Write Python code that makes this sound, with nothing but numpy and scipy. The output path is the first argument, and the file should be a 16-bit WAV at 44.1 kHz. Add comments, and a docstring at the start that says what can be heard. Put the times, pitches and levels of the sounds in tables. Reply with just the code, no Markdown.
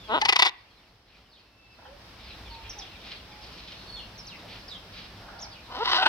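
"""Macaw squawks in an aviary

A macaw squawks twice, close to a phone. Each squawk starts as a low growl and breaks into a rattle:
throbs of air pressure drive bursts of syrinx pulses (the syrinx is a bird's voice box) through throat and beak.
Small birds, made of gliding tones and shaped noise, call further off over soft garden air and traffic.
The phone's gain control ducks the garden after the first squawk."""
import sys
import numpy as np
from scipy import signal
from scipy.fft import rfft, irfft, next_fast_len
from scipy.io import wavfile
from scipy.ndimage import uniform_filter1d, minimum_filter1d, map_coordinates

SR = 44100
rng = np.random.default_rng(int(sys.argv[2]) if len(sys.argv) > 2 else 0)


def store_pcm(level_fs):
    """Save levels as 16-bit WAV."""
    pcm = np.round(np.clip(level_fs, -1, 1) * 32767).astype(np.int16)
    wavfile.write(sys.argv[1], SR, np.atleast_2d(pcm).T)


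N = 268480
TIME = np.arange(N) / SR


def undb(db):
    """Turn decibels into a gain."""
    return 10 ** (np.asarray(db) / 20)


def unit(x):
    """Scale a sound to an average (rms) level of 1."""
    return x / np.sqrt(np.mean(x ** 2))


def cut(x, kind, order, hz):
    """Keep the part of a sound below ("low") or above ("high") a frequency."""
    return signal.sosfilt(signal.butter(order, hz, kind, fs=SR, output="sos"), x)


def arch(start_s, length_s):
    """The samples of a call, its progress from 0 to 1, and a rounded swell over it."""
    on = (TIME > start_s) & (TIME < start_s + length_s)
    progress = (TIME[on] - start_s) / length_s
    return on, progress, np.sqrt(np.abs(np.sin(np.pi * progress)))


def walk(rate):
    """Smooth random wander, from random steps at a rate per second that are averaged twice."""
    step = max(int(SR / rate), 1)
    stairs = rng.standard_normal(N)[np.arange(N) // step]
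    return 1.5 * uniform_filter1d(uniform_filter1d(stairs, step), step)


def follow(curve):
    """A gate that is open while a curve lasts, then each of its columns at every sample."""
    s, *columns = np.transpose(curve)
    gate = uniform_filter1d(1. * ((TIME > s[0]) & (TIME < s[-1])), size=200)
    return gate, *(np.interp(TIME, s, column) for column in columns)


def response(points, size=2048):
    """The click response of a (f/Hz, level/dB) spectrum: it starts at once and has an energy of 1."""
    hz, db = np.transpose(points)
    freqs = np.maximum(np.fft.rfftfreq(size, 1 / SR), 1)
    # folding the cepstrum (the spectrum of the log spectrum) puts all sound after the click
    cepstrum = irfft(np.log(undb(np.interp(np.log(freqs), np.log(hz), db))))
    cepstrum[1:size // 2] *= 2
    cepstrum[size // 2 + 1:] = 0
    h = irfft(np.exp(rfft(cepstrum)))
    return h / np.linalg.norm(h)


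def ring(x, h):
    """Pass a sound through a click response."""
    return signal.oaconvolve(x, h)[:N]


def resonate(x, modes):
    """Ring narrow resonances given as (f/Hz, time to fall by 60 dB/s, level/dB)."""
    out = 0
    for hz, t60, db in modes:
        pole = np.exp((2j * np.pi * hz - np.log(1000) / t60) / SR)
        out = out + undb(db) * 2 * (1 - abs(pole)) * signal.lfilter([1], [1, -pole], x).real
    return out


def band_noise(hz, width_hz, count):
    """Noise around one resonance, rms 1."""
    freqs = np.fft.rfftfreq(count, 1 / SR)
    offset = 2 * (freqs - hz) / width_hz
    spectrum = rfft(rng.standard_normal(count)) / (1 + offset ** 4)
    return unit(irfft(spectrum, count))


def tone(hz, overtone_db):
    """A sine of rms 1 that follows a pitch, plus its octave at a level relative to it."""
    phase = 2 * np.pi * np.cumsum(hz) / SR
    return np.sqrt(2) * (np.sin(phase) + undb(overtone_db) * np.sin(2 * phase))


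def ports(x, lag_ms, pan_db, shade_db=0):
    """A sound reaches the left microphone first; the right one is pan_db weaker and its top treble is shaded."""
    size = next_fast_len(N + SR // 10, True)
    freqs = np.fft.rfftfreq(size, 1 / SR)
    right_db = -pan_db - shade_db * np.interp(freqs, [5000, 7000], [0, 1])
    delay = np.exp(-2j * np.pi * freqs * lag_ms / 1000)
    right = irfft(rfft(x, size) * undb(right_db) * delay, size)
    return np.array([x, right[:N]])


def outdoors(x, t60, wet_db, dull_hz):
    """Scattered echoes that fall by 60 dB in t60 seconds, unrelated left and right."""
    t = TIME[:SR]
    build_up = 1 - np.exp(-t / 0.0028)
    tails = rng.standard_normal((2, SR)) * np.exp(-np.log(1000) * t / t60) * build_up
    tails = cut(tails, "low", 2, dull_hz)
    return undb(wet_db) * np.array([ring(x, h / np.linalg.norm(h)) for h in tails])


def throat_response(points, pipe_hz, pipe_t60, pipe_db):
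    """Broad resonances of mouth and beak, plus the narrow, longer rings of the windpipe's odd modes."""
    h = response(points)
    return h + resonate(h, [(k * pipe_hz, pipe_t60, pipe_db - 10 * np.log10(k)) for k in (1, 3, 5)])


def syrinx(hz, gain, throat, jitter, shimmer_db, air_db, snaps=()):
    """The membranes snap shut once a cycle and let a puff of air through; both ring the throat."""
    step = hz * np.exp(jitter * walk(400)) / SR
    phase = np.cumsum(step)
    # the cycle starts afresh at each of these times
    for s in snaps:
        phase[TIME >= s] -= phase[np.argmax(TIME >= s)]
    at = np.flatnonzero(np.diff(phase % 1) < 0) + 1
    # share each pulse between two samples, as it falls between them
    late = np.minimum(phase[at] % 1 / step[at], 1)
    pulses = np.zeros(N)
    pulses[at - 1], pulses[at] = late, 1 - late
    air = undb(air_db) * np.exp(-2 * (phase % 1)) * rng.standard_normal(N)
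    # a small beak radiates hardly any bass
    throat = cut(throat, "high", 2, 170)
    source = (pulses + air) * gain * undb(shimmer_db * walk(400))
    return ring(source, throat / np.abs(throat).max())


def flex(x):
    """Throat and tongue never hold still: tiny random shifts in time make all resonances drift."""
    shift_s, rate = .0004, 55
    return map_coordinates(x, [(TIME + shift_s * walk(rate)) * SR])


def garden():
    """Soft outdoor air, alike at both microphones in the bass, over the rumble and drone of far traffic."""
    # tint of the air, with a thin hiss near 13 kHz: f/Hz, relative level/dB
    air_tint = [(20, -19), (52, 4.5), (75, -6), (102, 2), (140, -9), (180, -6), (400, -10.5), (850, -11),
                (1600, -15.5), (5300, -19), (6800, -36.5), (12300, -38.5), (12900, -32), (13400, -41)]
    # far vehicles that swell and fade: nearest t/s, half length/s, engine note f/Hz, width/Hz, level/dB
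    vehicles = [(2.697, 0.65, 56.7, 28, -53.5), (4.6, 0.84, 169.6, 59.6, -60.5),
                (5.453, 0.57, 52.3, 31.5, -59)]
    air_db = -49
    h = response(air_tint, size=8192)
    mid, side = (ring(rng.standard_normal(N), h) * undb(.9 * walk(9)) for _ in range(2))
    side = cut(side, "high", 1, 2200) + 0.092 * side
    traffic = np.zeros(N)
    for s, half, hz, width_hz, db in vehicles:
        traffic += undb(db) * band_noise(hz, width_hz, N) / np.hypot(1, ((TIME - s) / half) ** 2)
    return undb(air_db) * np.array([mid + side, mid - side]) + traffic


def hoots():
    """Far-off whistles and hoots: tones that glide evenly; the shriller they are, the more they flutter."""
    # start t/s, length/s, middle pitch f/Hz, glide/octaves, level/dB
    notes = [(-.03, 0.135, 3410, -0.25, -54), (1.45, 0.385, 2648, -0.025, -54), (1.85, 0.1, 537, 0.31, -51),
             (2.49, 0.15, 915, -0.04, -52), (2.74, 0.109, 795, -0.413, -53.5),
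             (3.28, 0.21, 846, 0.023, -61), (3.86, 0.17, 4327, -0.039, -46.5)]
    out, flutter = np.zeros(N), 0.006 * walk(160)
    for s, length, hz, glide, db in notes:
        on, progress, swell = arch(s, length)
        wobble = 1 + flutter[on] * np.square(hz / 3000)
        pitch = hz * 2 ** (glide * (progress - .5)) * wobble
        out[on] += undb(db) * swell * tone(pitch, overtone_db=-24)
    return out


def twitter(count=120, low_hz=2500, spread_hz=3000, faint_db=-59.5, spread_db=6, length_s=.065, fall=.4):
    """A distant flock: chirp rows for short falling calls at random moments."""
    return [(when * N / SR, length_s, low_hz + spread_hz * pitch, fall, faint_db + spread_db * size)
            for when, pitch, size in rng.random((count, 3))]


def chirps():
    """Near and far chirps: tones that slide from a first pitch, rough-edged, warbling if they last."""
    # small birds: start t/s, length/s, first pitch f/Hz, fall/octaves (negative rises), level/dB
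    solo_chirps = [(1.295, 0.12, 5170, 1, -47), (2.5, 0.058, 4520, 0.13, -47),
                   (2.694, 0.027, 5930, 0.18, -36.5), (2.785, 0.023, 6240, 0.47, -39),
                   (2.805, 0.053, 4430, 1, -45), (3.955, 0.1, 3710, 0.45, -44.5),
                   (4.178, 0.047, 6120, 0.36, -41), (4.266, 0.041, 6300, 0.94, -38.5),
                   (4.3, .065, 3370, 0.8, -47.5), (4.68, 0.025, 5900, 0.65, -40.5),
                   (4.7, 0.077, 3950, 0.39, -41), (5.388, 0.02, 4490, -0.55, -43.5),
                   (5.412, 0.047, 6610, 0.61, -39)]
    fade_db = 6.5
    warble_hz, warble_octaves, warble_after_s = 35.9, 0.11, 0.0534
    out, wobble = np.zeros(N), 1 + .018 * walk(160) + .028 * walk(1200)
    for s, length, top_hz, fall, db in [*solo_chirps, *twitter()]:
        on, progress, swell = arch(s, length)
        after = TIME[on] - s
        depth = warble_octaves * np.minimum(after / warble_after_s, 1) ** 2
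        warble = depth * np.sin(2 * np.pi * warble_hz * after)
        pitch = top_hz * 2 ** (warble - fall * progress) * wobble[on]
        out[on] += undb(db - fade_db * progress) * swell * tone(pitch, overtone_db=-25.5)
    return out


def growl(curve, dull_hz, opening_s):
    """Clean syrinx pulses follow a pitch curve through a beak that slowly opens and brightens them."""
    # throat and beak while growling: f/Hz, relative level/dB
    growl_throat = [(100, -51), (220, -7), (420, -1.5), (920, 4), (1380, 3.5), (1750, -5.5), (2400, -13.5),
                    (3100, -4), (3900, -6), (4800, -35), (15000, -52)]
    start_s = curve[0][0]
    gate, hz, db = follow(curve)
    throat = throat_response(growl_throat, pipe_hz=944, pipe_t60=0.018, pipe_db=1.5)
    voice = syrinx(hz, gate * undb(db), throat, jitter=.012, shimmer_db=.7, air_db=-32, snaps=[start_s])
    muffled = cut(voice, "low", 1, dull_hz)
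    opened = np.clip((TIME - start_s) / opening_s, 0, 1)
    return opened * voice + 2 * (1 - opened) * muffled


def rattle(throbs, throat, tight_hz, creak_db, tired_db):
    """Each throb tightens the membranes: loud fast pulses, then a slack creak that dies away."""
    slack_hz, creak_s, tiring_s = 220.2, 0.016, 0.045
    gain, tension, last = np.zeros(N), np.zeros(N), throbs[-1][0]
    for s, db, half in throbs:
        push = 1 / (1 + np.abs((TIME - s) / half) ** 5)
        creak = ((TIME > s - 2 * half) & (TIME < s + .032)) * np.exp(-np.abs(TIME - s) / creak_s)
        # the creak changes by tired_db towards the last throb, as the air runs out
        creak *= undb(creak_db + tired_db * np.exp((s - last) / tiring_s))
        gain += undb(db) * np.maximum(push, creak)
        tension += push
    hz = slack_hz + (tight_hz - slack_hz) * tension
    snaps = [s - .8 * half for s, _, half in throbs]
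    # slack membranes leak more air
    leak_db = -23 + 7 * (1 - np.minimum(tension, 1))
    return syrinx(hz, gain, throat, jitter=.07, shimmer_db=1.3, air_db=leak_db, snaps=snaps)


def closing_beak(x):
    """As the beak closes it shuts the direct sound in and rings more sharply."""
    # resonances of the closed beak: f/Hz, time to fall by 60 dB/s, level/dB
    beak_modes = [(934, 0.032, -7), (3640, 0.012, 3), (4830, 0.027, -23), (6300, 0.016, -18)]
    start_s, closing_s, shut_db = 0.27, 0.21, -4
    closed = np.clip((TIME - start_s) / closing_s, 0, 1)
    return x * undb(shut_db * closed) + resonate(x * closed, beak_modes)


def whistles():
    """The syrinx rings on as a brief whistle that slides up to its pitch and dies away."""
    # start t/s, pitch reached f/Hz, starting level/dB
    whistle_notes = [(.222, 908, -11.5), (.256, 949, -15.5), (5.869, 1035, -17)]
    scoop_hz, scoop_s, length_s, fade_db = 110, 0.0074, 0.038, -32.5
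    out = np.zeros(N)
    for s, pitch_hz, db in whistle_notes:
        on, progress, swell = arch(s, length_s)
        hz = pitch_hz - scoop_hz * np.exp((s - TIME[on]) / scoop_s)
        out[on] += undb(db + fade_db * progress) * swell * tone(hz, overtone_db=-9)
    return out


def harsh_calls():
    """Toneless chatter, and the two throat resonances of a distant parrot, both made of shaped noise."""
    # bouts of chatter: start t/s, length/s, centre f/Hz, level/dB
    chatter = [(1.052, 0.17, 3420, -52.5), (2.164, 0.23, 3340, -53.5), (2.556, 0.4, 3040, -55),
               (3.014, 0.15, 3400, -47), (3.361, 0.53, 3700, -52.5), (4.43, 0.042, 590, -50.5),
               (4.476, 0.11, 3400, -48.5), (4.919, 0.16, 3430, -47.5)]
    # throbs and a long squawk of the distant parrot, and a short tick shaped by the same resonances: start t/s,
    # length/s, level/dB
    far_squawks = [(1.784, 0.019, -48), (1.817, 0.015, -53), (1.851, 0.016, -47), (5.19, 0.34, -52.5),
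                   (5.282, .02, -51)]
    # its throat: f/Hz, width/Hz, level/dB
    far_throat = [(820, 420, 0.5), (1500, 690, -5)]
    chatter_width = 0.93  # as a share of the centre
    out = np.zeros(N)
    throat = sum(undb(db) * band_noise(hz, width_hz, N) for hz, width_hz, db in far_throat)
    for s, length, db in far_squawks:
        on, _, swell = arch(s, length)
        out[on] += undb(db) * swell * throat[on]
    for s, length, hz, db in chatter:
        on, _, swell = arch(s, length)
        out[on] += undb(db) * swell * band_noise(hz, chatter_width * hz, SR)[:len(swell)]
    return out


def rasp():
    """The membranes flap chaotically in a surging stream of air, from a soft rush to a hoarse cry."""
    # surges: t/s, body level/dB, treble level/dB
    surges = [(5.68, -51, -76), (5.725, -42, -44.5), (5.842, -46, -36.5), (5.856, -37, -23.5),
              (5.865, -32, -31), (5.875, -32.5, -27), (5.884, -48, -26), (5.902, -26, -27),
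              (5.91, -45, -27), (5.918, -30, -22.5), (5.972, -30.5, -23), (6, -35, -28.5), (6.09, -34, -37)]
    # throat and beak while rasping: f/Hz, relative level/dB
    rasp_throat = [(150, -19), (1030, -0.5), (1350, -8), (2000, -11.5), (2450, -20), (2950, -8.5),
                   (3900, -7), (5400, -15), (6800, -40), (15000, -51)]
    throat = throat_response(rasp_throat, pipe_hz=1007, pipe_t60=0.016, pipe_db=-1)
    flaps = syrinx(350, 1, throat, jitter=.17, shimmer_db=3, air_db=-28)
    body = unit(cut(flaps, "low", 4, 1500))
    treble = unit(cut(flaps, "high", 4, 1500))
    gate, body_db, treble_db = follow(surges)
    return gate * (undb(body_db) * body + undb(treble_db) * treble)


def squeal():
    """The rasp locks into a wavering note with a strong octave, under the second rattle."""
    # t/s, pitch f/Hz, level/dB, both before the wavering
    squeal_curve = [(5.957, 652, -38), (5.982, 762, -34.5), (6.012, 749, -30.5), (6.051, 756, -33)]
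    gate, hz, db = follow(squeal_curve)
    return gate * undb(db + 2 * walk(150)) * tone(hz * (1 + .025 * walk(200)), overtone_db=1)


def far_birds():
    """Chirps, hoots and harsh calls from around the garden, smeared by their echoes."""
    calls = (chirps() + harsh_calls()) * undb(2.5 * walk(110))
    calls += hoots()
    return ports(calls, lag_ms=0.033, pan_db=-1.0) + outdoors(calls, t60=0.28, wet_db=-5.0, dull_hz=4540)


def macaw():
    """Two squawks of pulses, rasp and ringing tones; the bird turns its head between them."""
    # growls that open the squawks; the first goes slack at its end: t/s, pitch f/Hz, level/dB
    first_growl = [(.072, 215.7, -45), (.099, 212, -16), (.122, 223.3, -10.5), (.134, 240.4, -11.5),
                   (.142, 300, -8.5), (.158, 317.7, -10.5), (.163, 148.8, -10.5), (.181, 138, -11),
                   (.193, 127, -17)]
    second_growl = [(5.71, 229.4, -40), (5.778, 264.3, -24), (5.788, 371.6, -27), (5.81, 436, -17.5),
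                    (5.831, 484, -15), (5.839, 530, -39)]
    # throbs of both rattles: t/s, peak level/dB, half length/s
    all_throbs = [(0.2187, -6.5, 0.004), (0.257, -5.5, 0.0055), (0.2958, 7.5, 0.0063),
                  (0.3292, 5.5, 0.0051), (0.363, 6.5, 0.0047), (0.398, 11, 0.0054), (0.4277, 11, 0.0056),
                  (0.464, 6, .0075), (6.03, -8, 0.0066), (6.064, -2.5, 0.0044), (6.088, -15, 0.0043)]
    # throat and beak in the first and second rattle: f/Hz, relative level/dB
    wide_throat = [(130, -45), (400, -13), (590, -13), (850, -1), (1070, 1), (1450, -8.5), (2000, 3.5),
                   (2750, 0), (3200, -2.5), (5200, -6), (6100, -16), (7300, -21), (15000, -40.5)]
    bark_throat = [(150, -24), (600, -10), (830, -1), (1150, -10), (1550, 4), (2000, -12), (2750, -5),
                   (3400, -2.5), (4800, -14.5), (7000, -40), (9000, -36), (15000, -57)]
    # the aviary rings on faintly: f/Hz, time to fall by 60 dB/s, level/dB
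    aviary_modes = [(1950, .4, -6), (2090, .35, -8)]
    head_turn_s = 3
    wide = throat_response(wide_throat, pipe_hz=960, pipe_t60=.02, pipe_db=-5)
    narrow = throat_response(bark_throat, pipe_hz=880, pipe_t60=0.025, pipe_db=4)
    early = [row for row in all_throbs if row[0] < head_turn_s]
    late = [row for row in all_throbs if row[0] >= head_turn_s]

    first_rattle = rattle(early, wide, tight_hz=376.8, creak_db=-16.5, tired_db=18.5)
    first = flex(closing_beak(first_rattle))
    first += growl(first_growl, dull_hz=450, opening_s=0.08) + whistles()

    second = growl(second_growl, dull_hz=490, opening_s=0.43) + flex(rasp()) + squeal()
    second += rattle(late, narrow, tight_hz=318.3, creak_db=0.5, tired_db=-16)

    near = ports(first, lag_ms=0.2, pan_db=2.5, shade_db=4.5) + ports(second, lag_ms=0.12, pan_db=1.5)
    voice = first + second
    # the bird's body and the netting overhead scatter the voice at once; the aviary and garden ring on longer
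    scatter = outdoors(voice, t60=.025, wet_db=-16, dull_hz=5000)
    echoes = outdoors(voice, t60=0.55, wet_db=-30.0, dull_hz=2850)
    return near + scatter + resonate(voice, aviary_modes) + echoes


def scene():
    """Everything that reaches the two microphones."""
    return macaw() + far_birds() + garden()


def record(dry, ceiling=1.06, hold_s=1.21, release_s=0.22):
    """Gain control drops at once on a peak, holds, then recovers; sharp peaks are rounded and the top is cut."""
    top_hz = 15800
    need_db = 20 * np.log10(np.minimum(1, ceiling / (np.abs(dry).max(axis=0) + 1e-9)))
    half = int(hold_s * SR / 2)
    # the shifted window looks back over the hold time
    held_db = minimum_filter1d(need_db, 2 * half + 1, origin=half, mode="constant")
    pole = np.exp(-1 / (release_s * SR))
    gain_db = np.minimum(held_db, signal.lfilter([1 - pole], [1, -pole], held_db))
    smooth_db = uniform_filter1d(minimum_filter1d(gain_db, size=65), size=65)
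    loud = dry * undb(smooth_db)
    rounded = loud / (1 + loud ** 6) ** (1 / 6)
    return signal.sosfilt(signal.ellip(8, .2, 70, top_hz, fs=SR, output="sos"), rounded)


dry = scene()
out = record(dry)
store_pcm(out)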